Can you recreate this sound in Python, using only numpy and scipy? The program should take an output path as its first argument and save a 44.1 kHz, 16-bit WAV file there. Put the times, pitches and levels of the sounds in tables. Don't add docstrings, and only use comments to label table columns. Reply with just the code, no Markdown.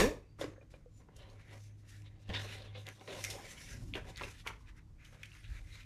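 import sys
import numpy as np
from scipy import signal
from scipy.fft import rfft, irfft, next_fast_len
from scipy.io import wavfile
from scipy.ndimage import uniform_filter1d, map_coordinates

SR = 44100
rng = np.random.default_rng(int(sys.argv[2]) if len(sys.argv) > 2 else 0)


def field_ratio(decibels):
    return 10 ** (np.asarray(decibels, dtype=float) / 20)


def store_pcm(level_fs):
    pcm = np.round(np.clip(level_fs, -1, 1) * 32767).astype(np.int16)
    wavfile.write(sys.argv[1], SR, np.atleast_2d(pcm).T)


N = 257984

# [f/Hz, T60/s]
SLAM_SPECTRUM = [(15, -25), (30, -4.5), (130, -19.5), (300, -11.5), (450, -5), (720, -18.5), (1100, -13.5),
                 (1400, -25), (1750, -15), (3240, -25), (6680, -26), (15400, -23.5)]
SLAM_T60 = [(40, 0.54), (280, 0.35), (740, 0.36), (2000, 0.27), (5000, 0.28), (13000, 0.26)]
SLAM_MODES = [(1750, 61, 0), (2240, 28, -3), (2480, 130, -4), (3600, 91, -7), (3870, 56, -9),
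              (4530, 47, -7), (5670, 100, -11), (6740, 45, -8)]
# [t/s, level/dB, f/Hz, T60/s]
THUMPS = [(0.00097, -33.5, 35, 0.22), (0.055, -41, 62, 0.12), (0.085, -39.5, 55, 0.11),
          (0.58, -47.5, 530, 0.046), (0.74, -51, 520, 0.04), (4.2115, -38, 940, 0.015),
          (4.2178, -39, 460, 0.03), (3.9545, -36.5, 330, 0.04), (0.3952, -41, 560, 0.017),
          (0.48, -44, 127, 0.11), (0.4122, -28, 557, 0.035), (0.4418, -27.5, 450, 0.03),
          (2.3015, -41, 168, 0.06), (2.293, -35, 73, 0.2), (2.292, -36, 175.4, 0.079),
          (0.611, -59, 2420, 0.06), (0.614, -52.5, 560, 0.05), (0.74, -56.5, 2400, 0.066),
          (0.86, -50.5, 490, 0.094), (2.751, -50.5, 503, 0.19)]

# [f/Hz, bandwidth/Hz, level/dB]
HUM_LOAD = [(0, -68), (.42, -62), (.73, -67), (1.21, -60), (2.2, -56), (2.3, -51), (2.59, -48.5),
            (2.83, -58.5), (3.27, -58), (3.63, -68), (3.84, -53), (4.56, -70.5), (5.85, -61.5)]
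HUM_TONES = [(147.6, 24.7, -67.5), (257.2, 4, -80), (306.6, 7, -77)]
# [f/Hz, level/dB]
RUMBLE_SPECTRUM = [(12, -35.5), (25, -3), (50, 1.5), (80, -6), (110, -5.5), (200, -47.5)]
CREAK_SPECTRUM = [(80, -53.5), (115, 4.5), (160, -2.5), (250, -3.5), (400, -43.5)]
AIR_SPECTRUM = [(120, -33), (200, -10), (358, 5), (437, -22), (524, -6), (584, -26), (1010, -27),
                (1170, -36), (15400, -53.5)]
# [peak t/s, rumble level/dB, rise/s, fall/s, creak over rumble/dB]
LEANS = [
    (.06, -39, 0.18, 0.084, -7),
    (.6, -60, 0.57, 1.7, -14),
    (3.84, -51, 0.39, 0.57, -3),
    (4.03, -54.5, 0.5, 2.3, -15.5),
    (5.5, -44.5, 0.078, 0.37, -31),
]

# [f/Hz, bandwidth/Hz, level/dB]
SHEET = [(1588, 770, -4.5), (2050, 347, 1.5), (2445, 560, -4.5)]
RAIL = [(2827, 790, 0), (3220, 646, 4), (3810, 1120, -1)]
EDGE = [(5610, 2960, 1.5), (6430, 88, -10), (9030, 2300, -5.5), (12260, 8200, -1.5)]
BOARD = [(300, 203, -3), (423, 74, 2.5), (555.6, 105, 0), (770.3, 31, 1.5), (968, 190, -5)]
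HOLLOW = [(295, 34, 1.5), (423, 286, -2.5), (544, 123, 1.5), (1150, 380, -13.5)]
CARD = [(425, 73, 3.5), (650, 180, -3.5), (980, 320, 6), (1220, 760, -1)]

DRAGS = [(.27, -79, 0.22, 0.22), (.425, -50, 0.026, 0.052), (1.21, -66.5, 0.047, 0.23),
         (1.41, -64.5, 0.079, 0.074), (1.52, -61, 0.14, 0.12), (1.66, -73, 0.092, 0.13),
         (1.9, -66.5, 0.11, 0.26), (2.33, -59, 0.025, 0.32), (2.534, -49, 0.19, 0.056),
         (2.881, -49, 0.03, 0.051), (3.012, -61.5, 0.019, 0.028), (3.245, -52, 0.011, 0.15),
         (3.35, -55.5, 0.32, 0.42), (3.5, -73, .21, .41), (3.724, -60.5, 0.55, 0.11),
         (3.957, -47, 0.006, 0.07), (4.179, -52.5, 0.04, .2), (4.24, -53, 0.16, 0.14),
         (4.47, -47.5, 0.02, 0.086), (4.691, -57, 0.05, .04), (4.781, -63, 0.036, 0.047),
         (5.03, -64, 0.069, 1), (5.246, -56, 0.033, 0.033), (5.366, -57.5, 0.07, 0.037),
         (5.577, -56.5, 0.16, 0.054), (5.741, -56, 0.11, 0.16)]
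SCRAPES = [(0.743, -71, 0.027, 0.029), (1.2, -68, 0.064, 0.13), (1.29, -69.5, 0.14, 0.076),
           (1.53, -67, 0.051, 0.067), (2.07, -63, 0.036, 0.032), (2.295, -54, 0.011, 0.046),
           (2.341, -42, 0.008, 0.11), (2.385, -48, 0.088, 0.072), (2.534, -53.5, 0.31, 0.2),
           (3.078, -51.5, 0.0044, 0.2), (2.751, -53.5, 0.018, 0.11), (2.97, -68, .12, 0.16),
           (3.47, -58, 0.049, 0.11), (3.71, -61, 0.11, 0.11), (4.097, -59.5, 0.041, 0.039),
           (4.399, -57, .08, 0.036), (5.45, -64, 0.028, 0.078), (5.79, -63.5, 0.14, 0.097)]
BRUSHES = [(0.406, -54.5, 0.02, 0.096), (.71, -69.5, 0.013, 0.12), (.98, -74.5, 0.098, 0.11),
           (1.171, -64.5, .025, 0.044), (1.3, -72.5, 0.015, 0.097), (1.795, -75.5, 0.059, 0.078),
           (1.556, -69, 0.13, 0.2), (1.662, -68.5, 0.14, 0.067), (1.898, -62.5, 0.052, .18),
           (2.215, -73.5, 0.03, 0.061), (2.44, -58, 0.16, 0.21), (2.534, -62, 0.16, 0.17),
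           (2.79, -62.5, 0.049, 0.089), (2.96, -68, 0.15, 0.055), (3.227, -52.5, 0.23, 0.49),
           (3.303, -44, 0.0092, 0.06), (3.5, -54, 0.095, 0.071), (3.61, -58, 0.14, 0.42),
           (3.705, -54.5, 0.02, 0.096), (3.956, -66, .005, 0.037), (4.1, -61, 0.066, 0.057),
           (4.232, -57, 0.033, 0.19), (4.31, -56.5, 0.021, 0.025), (4.395, -61.5, 0.039, 0.051),
           (4.48, -59, 0.015, 0.055), (4.62, -75, 0.22, 0.046), (4.781, -69, 0.027, 0.015),
           (5.06, -71.5, 0.028, 0.58), (5.34, -68, 0.17, 0.33), (5.75, -64, 0.17, 0.2)]
PRESSES = [(0.4, -43.5, 0.012, 0.066), (.47, -53.5, 0.089, 0.14), (.627, -62.5, 0.025, 0.051),
           (.742, -62.5, 0.088, 0.13), (1.008, -64, 0.027, 0.057), (1.21, -65, 0.11, 0.61),
           (1.33, -64.5, 0.45, 0.1), (1.556, -58, 0.11, 0.065), (1.842, -71, 0.053, 0.052),
           (2.05, -72.5, 0.2, 0.17), (2.299, -46, 0.013, 0.16), (2.35, -51, 0.063, 0.33),
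           (2.6, -57.5, 0.5, 0.31), (2.764, -52.5, 0.02, 0.068), (2.881, -52, 0.032, 0.055),
           (3.015, -62, 0.12, 0.094), (3.079, -49, .004, 0.25), (3.2, -53.5, 0.19, 0.049),
           (3.354, -53, 0.13, 0.29), (3.55, -64, 0.21, .2), (3.8, -63, 0.29, 0.22),
           (3.955, -44.5, 0.018, 0.1), (4.097, -56, .13, 0.12), (4.23, -48, 0.035, 0.097),
           (4.474, -50, 0.031, 0.095), (4.69, -74, 0.4, 0.5), (5.13, -65, 0.061, 0.21),
           (5.577, -70, .13, 0.14)]
# [sheet level/dB, rail level/dB, edge level/dB, body level/dB]
COUPLING = [
    (-2, -11.5, -10.5, -18.5),
    (-5, -1.5, -26, -20),
    (-9, -7.5, 1.5, -31),
    (-11, -23, -22.5, -1.5),
]

# [peak t/s, level/dB, rise/s, fall/s, f/Hz]
SQUEAKS = [(1.19, -66, 0.059, 0.14, 2950), (1.23, -76, .06, .15, 3900), (1.24, -68, .05, .08, 1980),
           (1.42, -69, .06, 0.11, 2150), (1.52, -72, 0.062, .1, 2900), (1.63, -73, .15, .15, 6200),
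           (3.15, -49.5, 0.058, 0.097, 570), (3.39, -56, .04, .05, 780), (3.47, -60.5, .03, .07, 2200),
           (3.5, -62, .06, .04, 3300), (3.579, -57, 0.018, .03, 3100), (3.6, -60.5, .1, 0.085, 2200),
           (3.64, -59, .06, .05, 5700), (3.72, -61, .04, 0.033, 1500), (3.75, -58.5, 0.073, 0.053, 400),
           (3.84, -59, 0.16, 0.15, 240), (3.86, -58, .05, 0.075, 320), (3.9, -50, 0.024, 0.074, 280),
           (2.365, -40.5, .04, 0.055, 3600), (2.36, -51, 0.044, 0.13, 1700), (3.1, -57, 0.046, 0.17, 380),
           (3.28, -50, 0.059, .06, 2100), (2.68, -63, .03, .06, 3500), (1.93, -67, 0.064, .12, 1800),
           (.58, -71.5, .02, .05, 1700), (5.0, -67.5, .03, 0.045, 2200), (4.25, -56, .04, .06, 400),
           (5.74, -60, 0.049, .05, 3950), (5.8, -61, .04, 0.036, 2000)]
# [peak t/s, level/dB, rise/s, fall/s, f/Hz]
WHISTLES = [
    (.3, -82, .08, .12, 4650),
    (.25, -79, .06, .08, 2600),
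    (0.98, -73, 0.072, .06, 7100),
    (0.5, -80, .2, 0.27, 6450),
]

# [t/s, level/dB, f/Hz, knock/dB, T60/s]
SCUFFS = [
    (.3865, -56.5, 1430, 11, 0.064),
    (.5576, -59.5, 1530, -19, 0.052),
    (1.0864, -60, 1460, 8, 0.019),
    (2.7496, -48.5, 3270, -5, 0.14),
]
# [t/s, level/dB, f/Hz, knock/dB, T60/s]
TAPS = [(.4116, -39.5, 3400, 7, 0.092), (.4415, -45, 2500, 9, 0.032), (.7384, -61, 2590, 11, 0.025),
        (2.2907, -49, 2600, -4.5, 0.037), (2.3016, -37, 2750, -7.5, 0.011), (3.0101, -54, 2560, 6.5, 0.046),
        (3.0766, -49, 2050, 1, 0.005), (4.2094, -43, 1530, 7, 0.052), (4.2175, -36.5, 2700, -2, 0.01),
        (4.4632, -38, 2000, 1.5, 0.037), (4.4995, -54.5, 2080, 14, 0.056)]
# [t/s, level/dB, f/Hz, bright crack/dB, T60/s]
SNAPS = [(1.1652, -70, 3870, 25.5, 0.014), (2.0192, -60, 1920, 7, 0.018), (2.3635, -53, 3550, -43.5, .0047),
         (2.62, -47, 3700, -29, 0.013), (2.8672, -38.5, 3000, 0, 0.012), (2.8878, -39, 2240, 4.5, 0.0031),
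         (3.24, -31, 2180, 5, 0.016), (3.248, -32.5, 2250, 7, 0.025), (3.9374, -27.5, 2630, -37.5, 0.0031),
         (3.9525, -31, 2630, -14, 0.015), (4.1595, -43, 3870, -14, 0.0096),
         (4.1764, -38.5, 3300, 0, 0.0056), (4.197, -42, 1900, -28, 0.024),
         (4.2353, -30.5, 2570, -24, 0.0056), (4.477, -35.5, 2050, -5, 0.015), (5.047, -52, 2900, 0, 0.047),
         (5.2316, -36, 2300, -4.5, 0.019), (5.2365, -47, 2200, -25, 0.04), (5.2553, -49.5, 2600, 2, 0.035),
         (5.317, -48.5, 2720, -26, 0.014), (5.447, -50, 2320, -23, 0.026)]
# [t/s, level/dB, f/Hz, bright crack/dB, T60/s]
TICKS = [(0.4125, -38.5, 3660, -3, 0.014), (.4425, -43, 4880, -6, 0.013), (.706, -62, 2300, 4, .01),
         (1.3, -57, 4400, -13, 0.024), (2.2915, -42, 3220, -2, .008), (2.3362, -39, 3600, -9, .015),
         (2.3635, -40, 3710, -20, .008), (2.996, -51, 3600, -10, .01), (3.0102, -51, 2700, -3, 0.009),
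         (3.0755, -47, 2900, -6, .01), (3.2402, -28.5, 6140, -3, .01), (3.247, -28, 2400, -3, 0.011),
         (3.3012, -36, 2930, 2, .01), (3.9431, -38, 2940, -12, .015), (3.9468, -39, 2800, -12, .01),
         (3.9572, -33, 2770, -3.5, 0.0057), (4.0757, -52, 2300, -10, .01), (4.171, -41, 3900, 3, 0.01),
         (4.183, -43, 3600, -15, .015), (4.196, -35, 2330, -9, 0.0091), (4.242, -37, 2700, -15, 0.013),
         (4.4725, -28, 3000, -1, 0.0074), (4.212, -38, 2950, -18, 0.0087),
         (4.4759, -24, 2280, -11.5, 0.008), (4.673, -57, 2400, -10, .012),
         (5.2352, -38.5, 2275, -15, 0.018), (5.2585, -48, 2720, -8, 0.0086), (5.264, -51, 2200, -10, .01),
         (5.333, -49, 2700, -15, .015), (5.351, -48, 2200, -6, .012), (5.4428, -43.5, 2600, -10, 0.0074),
         (5.567, -53, 2300, -12, 0.013), (5.755, -48, 2410, -10, .012)]
# [f/Hz, level/dB]
CRACK = [(6300, -4.5), (9300, -4), (12500, -3)]
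# [peak t/s, level/dB, rise/s, fall/s]
FLAP = [
    (3.82, -50, 0.15, 0.27),
]

# [f/Hz, T60/s]
ROOM_T60 = [(200, 0.28), (2000, 0.27), (12000, 0.18)]
# [f/Hz, level/dB]
MIC = [(20, 1), (7000, -1), (10000, -7.5), (13000, -11), (15500, -17)]

SETTLED_S, LIFTED_S = 0.9, 3.9
HELD_FROM_S, HELD_TO_S = 4.44, 4.92
ROUND = 1.234
TIME_S = np.arange(N) / SR


def unit(x):
    return x / np.sqrt(np.mean(x ** 2) + 1e-20)


def along(points, hz):
    f, v = np.transpose(points)
    return np.interp(np.log(hz + 1), np.log(f + 1), v)


def wobble(rate):
    knots = rng.standard_normal(int(N * rate / SR) + 4)
    return map_coordinates(knots, [np.arange(N) * rate / SR])


def filtered(x, response):
    m = next_fast_len(len(x) + SR // 8)
    spectrum = rfft(x, m) * response(np.fft.rfftfreq(m, 1 / SR))
    return irfft(spectrum, m)[:len(x)]


def ringing(modes):
    def response(f):
        total = 0
        for k, (centre, width, db) in enumerate(modes):
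            damping = 1j * f * width
            total = total + (-1) ** k * field_ratio(db) * damping / (centre * centre - f * f + damping)
        return total
    return response


def hiss(spectrum):
    return unit(filtered(rng.standard_normal(N), lambda hz: field_ratio(along(spectrum, hz))))


def dying(t60s, seconds):
    hz, t, z = signal.stft(rng.standard_normal(int(seconds * SR)), SR, nperseg=256)
    t60 = np.clip(along(t60s, hz), .02, 2)[:, None]
    return signal.istft(z * field_ratio(-60 * t / t60), SR, nperseg=256)[1]


def strokes(rows):
    t = np.arange(0, N + 64, 64) / SR
    peak, db, rise, fall = (c[:, None] for c in np.transpose(rows)[:4])
    distance = np.maximum((peak - t) / rise, (t - peak) / fall)
    power = field_ratio(db - 20 * distance ** ROUND) ** 2
    return np.interp(TIME_S, t, power.sum(axis=0))


def slam():
    modes = ringing([(hz, width, 0) for hz, width, _ in SLAM_MODES])
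    tail = dying(SLAM_T60, seconds=.6)
    tail = filtered(tail, lambda hz: field_ratio(along(SLAM_SPECTRUM, hz)) * (1 + 1.36 * abs(modes(hz))))
    tail = tail / np.std(tail[:SR // 20])
    return field_ratio(-27) * np.pad(tail, (0, N))[:N]


def rail_bounces():
    rate_hz = np.minimum(152.1 + 1750 * TIME_S, 301)
    rest_s, rest_db_per_s = 0.077, 802
    db = -27 - 70 * np.clip(.035 - TIME_S, 0, None) - rest_db_per_s * np.clip(TIME_S - rest_s, 0, None)
    phase = 2 * np.pi * np.cumsum(rate_hz) / SR
    cavity = ringing([(455, 150, 0)])
    bounces = np.zeros(N)
    for k in range(1, 5):
        hz = k * rate_hz
        gain = (0.36 * 200 / hz + abs(cavity(hz))) / (1 + (hz / 600) ** 8)
        bounces += gain * np.cos(k * phase)
    return field_ratio(db + 1.3 * wobble(57)) * bounces


def motor_hum():
    load_t, load_db = np.transpose(HUM_LOAD)
    load = np.interp(TIME_S, load_t, load_db)
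    pitch_hz = 102.3 + 0.52 * wobble(1.305) + 0.71 * wobble(12)
    phase = 2 * np.pi * np.cumsum(pitch_hz) / SR
    hum = np.sqrt(2) * field_ratio(load - 0.7 + 3.0 * wobble(6.4)) * np.sin(phase)
    for hz, width, db in HUM_TONES:
        hum += field_ratio(db) * unit(filtered(rng.standard_normal(N), ringing([(hz, width, 0)])))
    return hum


def table_groans():
    rumble = np.sqrt(field_ratio(-62.5 + 2.4 * wobble(3.96)) ** 2 + strokes(LEANS))
    creak_s = 0.014
    pressed = abs(uniform_filter1d(strokes(PRESSES), size=int(creak_s * SR)))
    leaned = strokes([(s, db + over_db, rise, fall) for s, db, rise, fall, over_db in LEANS])
    creak = np.sqrt(field_ratio(-78) ** 2 + field_ratio(-10) ** 2 * pressed + leaned)
    return rumble * hiss(RUMBLE_SPECTRUM) + creak * hiss(CREAK_SPECTRUM)


def still_air():
    return field_ratio(-83.5) * hiss(AIR_SPECTRUM)


def thumps():
    out, t = np.zeros(N + SR), np.arange(SR // 2) / SR
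    for s, db, hz, t60 in THUMPS:
        envelope = field_ratio(db - 60 * t / t60) * (1 - np.exp(-t / 0.00045))
        out[round(s * SR):][:len(t)] += envelope * np.sin(2 * np.pi * hz * t)
    return out[:N]


def patches(depth_db):
    z = signal.stft(rng.standard_normal(N), nperseg=1024)[2]
    field = 0
    for bands, frames in ((3, 6), (14, 9)):
        patch = uniform_filter1d(rng.standard_normal(z.shape), size=bands, axis=0)
        field = field + unit(uniform_filter1d(patch, size=frames, axis=1))
    return unit(signal.istft(z * field_ratio(depth_db * unit(field)), nperseg=1024)[1][:N])


def rubbing():
    clump = field_ratio(0.84 * wobble(45) + 1.22 * wobble(150))
    catch_db = np.minimum(4 * rng.exponential(size=N), 16)
    catches = (rng.random(N) < 900 / SR) * rng.choice([-1, 1], N) * field_ratio(catch_db)
    powers = [strokes(rows) for rows in (DRAGS, SCRAPES, BRUSHES, PRESSES)]
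    sheet, rail, edge, body = np.sqrt(field_ratio(COUPLING).T ** 2 @ powers)
    settled = TIME_S >= SETTLED_S
    held = (TIME_S > HELD_FROM_S) & (TIME_S < HELD_TO_S)
    # level, resonances, share of catches, patch depth in dB, steepness of the valleys
    parts = [(sheet, SHEET, 0.37, 3, .5),
             (rail, RAIL, 0.42, 2.8, .8),
             (edge, EDGE, 0.21, 2.2, .3),
             (body * settled * ~held, BOARD, 0.4, 2.2, .3),
             (body * ~settled, HOLLOW, 0.14, 2.2, .3),
             (body * held, CARD, 0.19, 2.2, .1)]
    out = np.zeros(N)
    for level, modes, grit, patch_db, steep in parts:
        response = ringing(modes)
        force = clump * field_ratio(wobble(25.26)) * (patches(patch_db) + grit * unit(catches))
        once = filtered(force, response)
        out += level * unit(filtered(once, lambda hz: abs(response(hz)) ** steep))
    return out


def squeaks():
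    out = np.zeros(N)
    rows = [(*row, .045) for row in WHISTLES] + [(*row, .15) for row in SQUEAKS]
    all_knots = rng.standard_normal((len(rows), 2, 512))
    for (s, db, rise, fall, hz, share), knots in zip(rows, all_knots):
        i = np.arange(max(int((s - 2 * rise) * SR), 0), min(int((s + 2 * fall) * SR), N))
        t = i / SR - s
        width_hz = 35 + share * hz
        a, b = (map_coordinates(k, [256 + t * width_hz], mode="wrap") for k in knots)
        swell = field_ratio(db - 20 * np.maximum(-t / rise, t / fall) ** ROUND)
        out[i] += swell * (a * np.cos(2 * np.pi * hz * t) + b * np.sin(2 * np.pi * hz * t))
    return out


def contacts(table, attack):
    out, t = np.zeros(N + SR), np.arange(SR // 8) / SR
    for s, db, hz, crack_db, knock_db, t60 in table:
        envelope = field_ratio(-60 * t / np.clip(t60, .004, .3)) * (1 - np.exp(-t / attack))
        buckle, crack, knock = rng.standard_normal((3, len(t))) * envelope
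        knock[8] += 4
        pitch = ringing([(hz, .6 * hz, 0), (1.45 * hz, .7 * hz, -6)])
        below = ringing(HOLLOW if s < SETTLED_S else BOARD if s < LIFTED_S else CARD)
        buckle = filtered(buckle, lambda f: pitch(f) ** 2)
        crack = filtered(crack, ringing(EDGE))
        knock = filtered(knock, lambda f: below(f) / (1 + 1j * f / 1500))
        for part, part_db in ((buckle, 0), (crack, crack_db), (knock, knock_db)):
            out[round(s * SR):][:len(t)] += field_ratio(db + part_db) * part / abs(part).max()
    return out[:N]


def card_contacts():
    scuffs = [(s, db, hz, -28, knock_db, t60) for s, db, hz, knock_db, t60 in SCUFFS]
    taps = [(s, db, hz, -17, knock_db, t60) for s, db, hz, knock_db, t60 in TAPS]
    snaps = [(s, db, hz, crack_db, -40, t60) for s, db, hz, crack_db, t60 in SNAPS]
    return contacts(scuffs, attack=0.0029) + contacts(snaps + taps, attack=0.0003)


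def ticks():
    out, t = np.zeros(N + SR), np.arange(SR // 20) / SR

    def fade(t60):
        return field_ratio(-60 * t / np.clip(t60, .002, .05)) * (1 - np.exp(-t / 0.00013))

    crack = sum(field_ratio(db) * np.sin(2 * np.pi * hz * t) for hz, db in CRACK)
    for s, db, hz, crack_db, t60 in TICKS:
        ring = np.sin(2 * np.pi * hz * t) + field_ratio(-7.5) * np.sin(2 * np.pi * 1.47 * hz * t)
        tick = ring * fade(t60) + field_ratio(crack_db) * crack * fade(.5 * t60)
        out[round(s * SR):][:len(t)] += field_ratio(db) * tick
    return out[:N]


def card_flap():
    rate_hz = np.clip(125.2 - 188 * (TIME_S - FLAP[0][0]), 98, 150)
    phase = 2 * np.pi * np.cumsum(rate_hz) / SR
    return np.sqrt(strokes(FLAP)) * (np.sin(phase) + 0.1303 * np.cos(2 * phase))


def room(x):
    tail = dying(ROOM_T60, seconds=.4)
    return signal.fftconvolve(np.pad(x, (300, 0)), tail / np.linalg.norm(tail))[:N]


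def scene():
    hits = rail_bounces() + card_contacts() + ticks() + card_flap()
    mix = slam() + hits + field_ratio(-10) * room(hits)
    mix += motor_hum() + table_groans() + still_air()
    mix += thumps() + rubbing() + squeaks()
    return mix[None]


def roll_off(x):
    return signal.sosfilt(signal.butter(12, 15520, fs=SR, output="sos"), x)


def record(dry):
    top_hz = 15500
    mix = filtered(dry[0], lambda hz: field_ratio(along(MIC, hz)) * (hz < top_hz))
    return roll_off(mix[None])


dry = scene()
out = record(dry)
store_pcm(out)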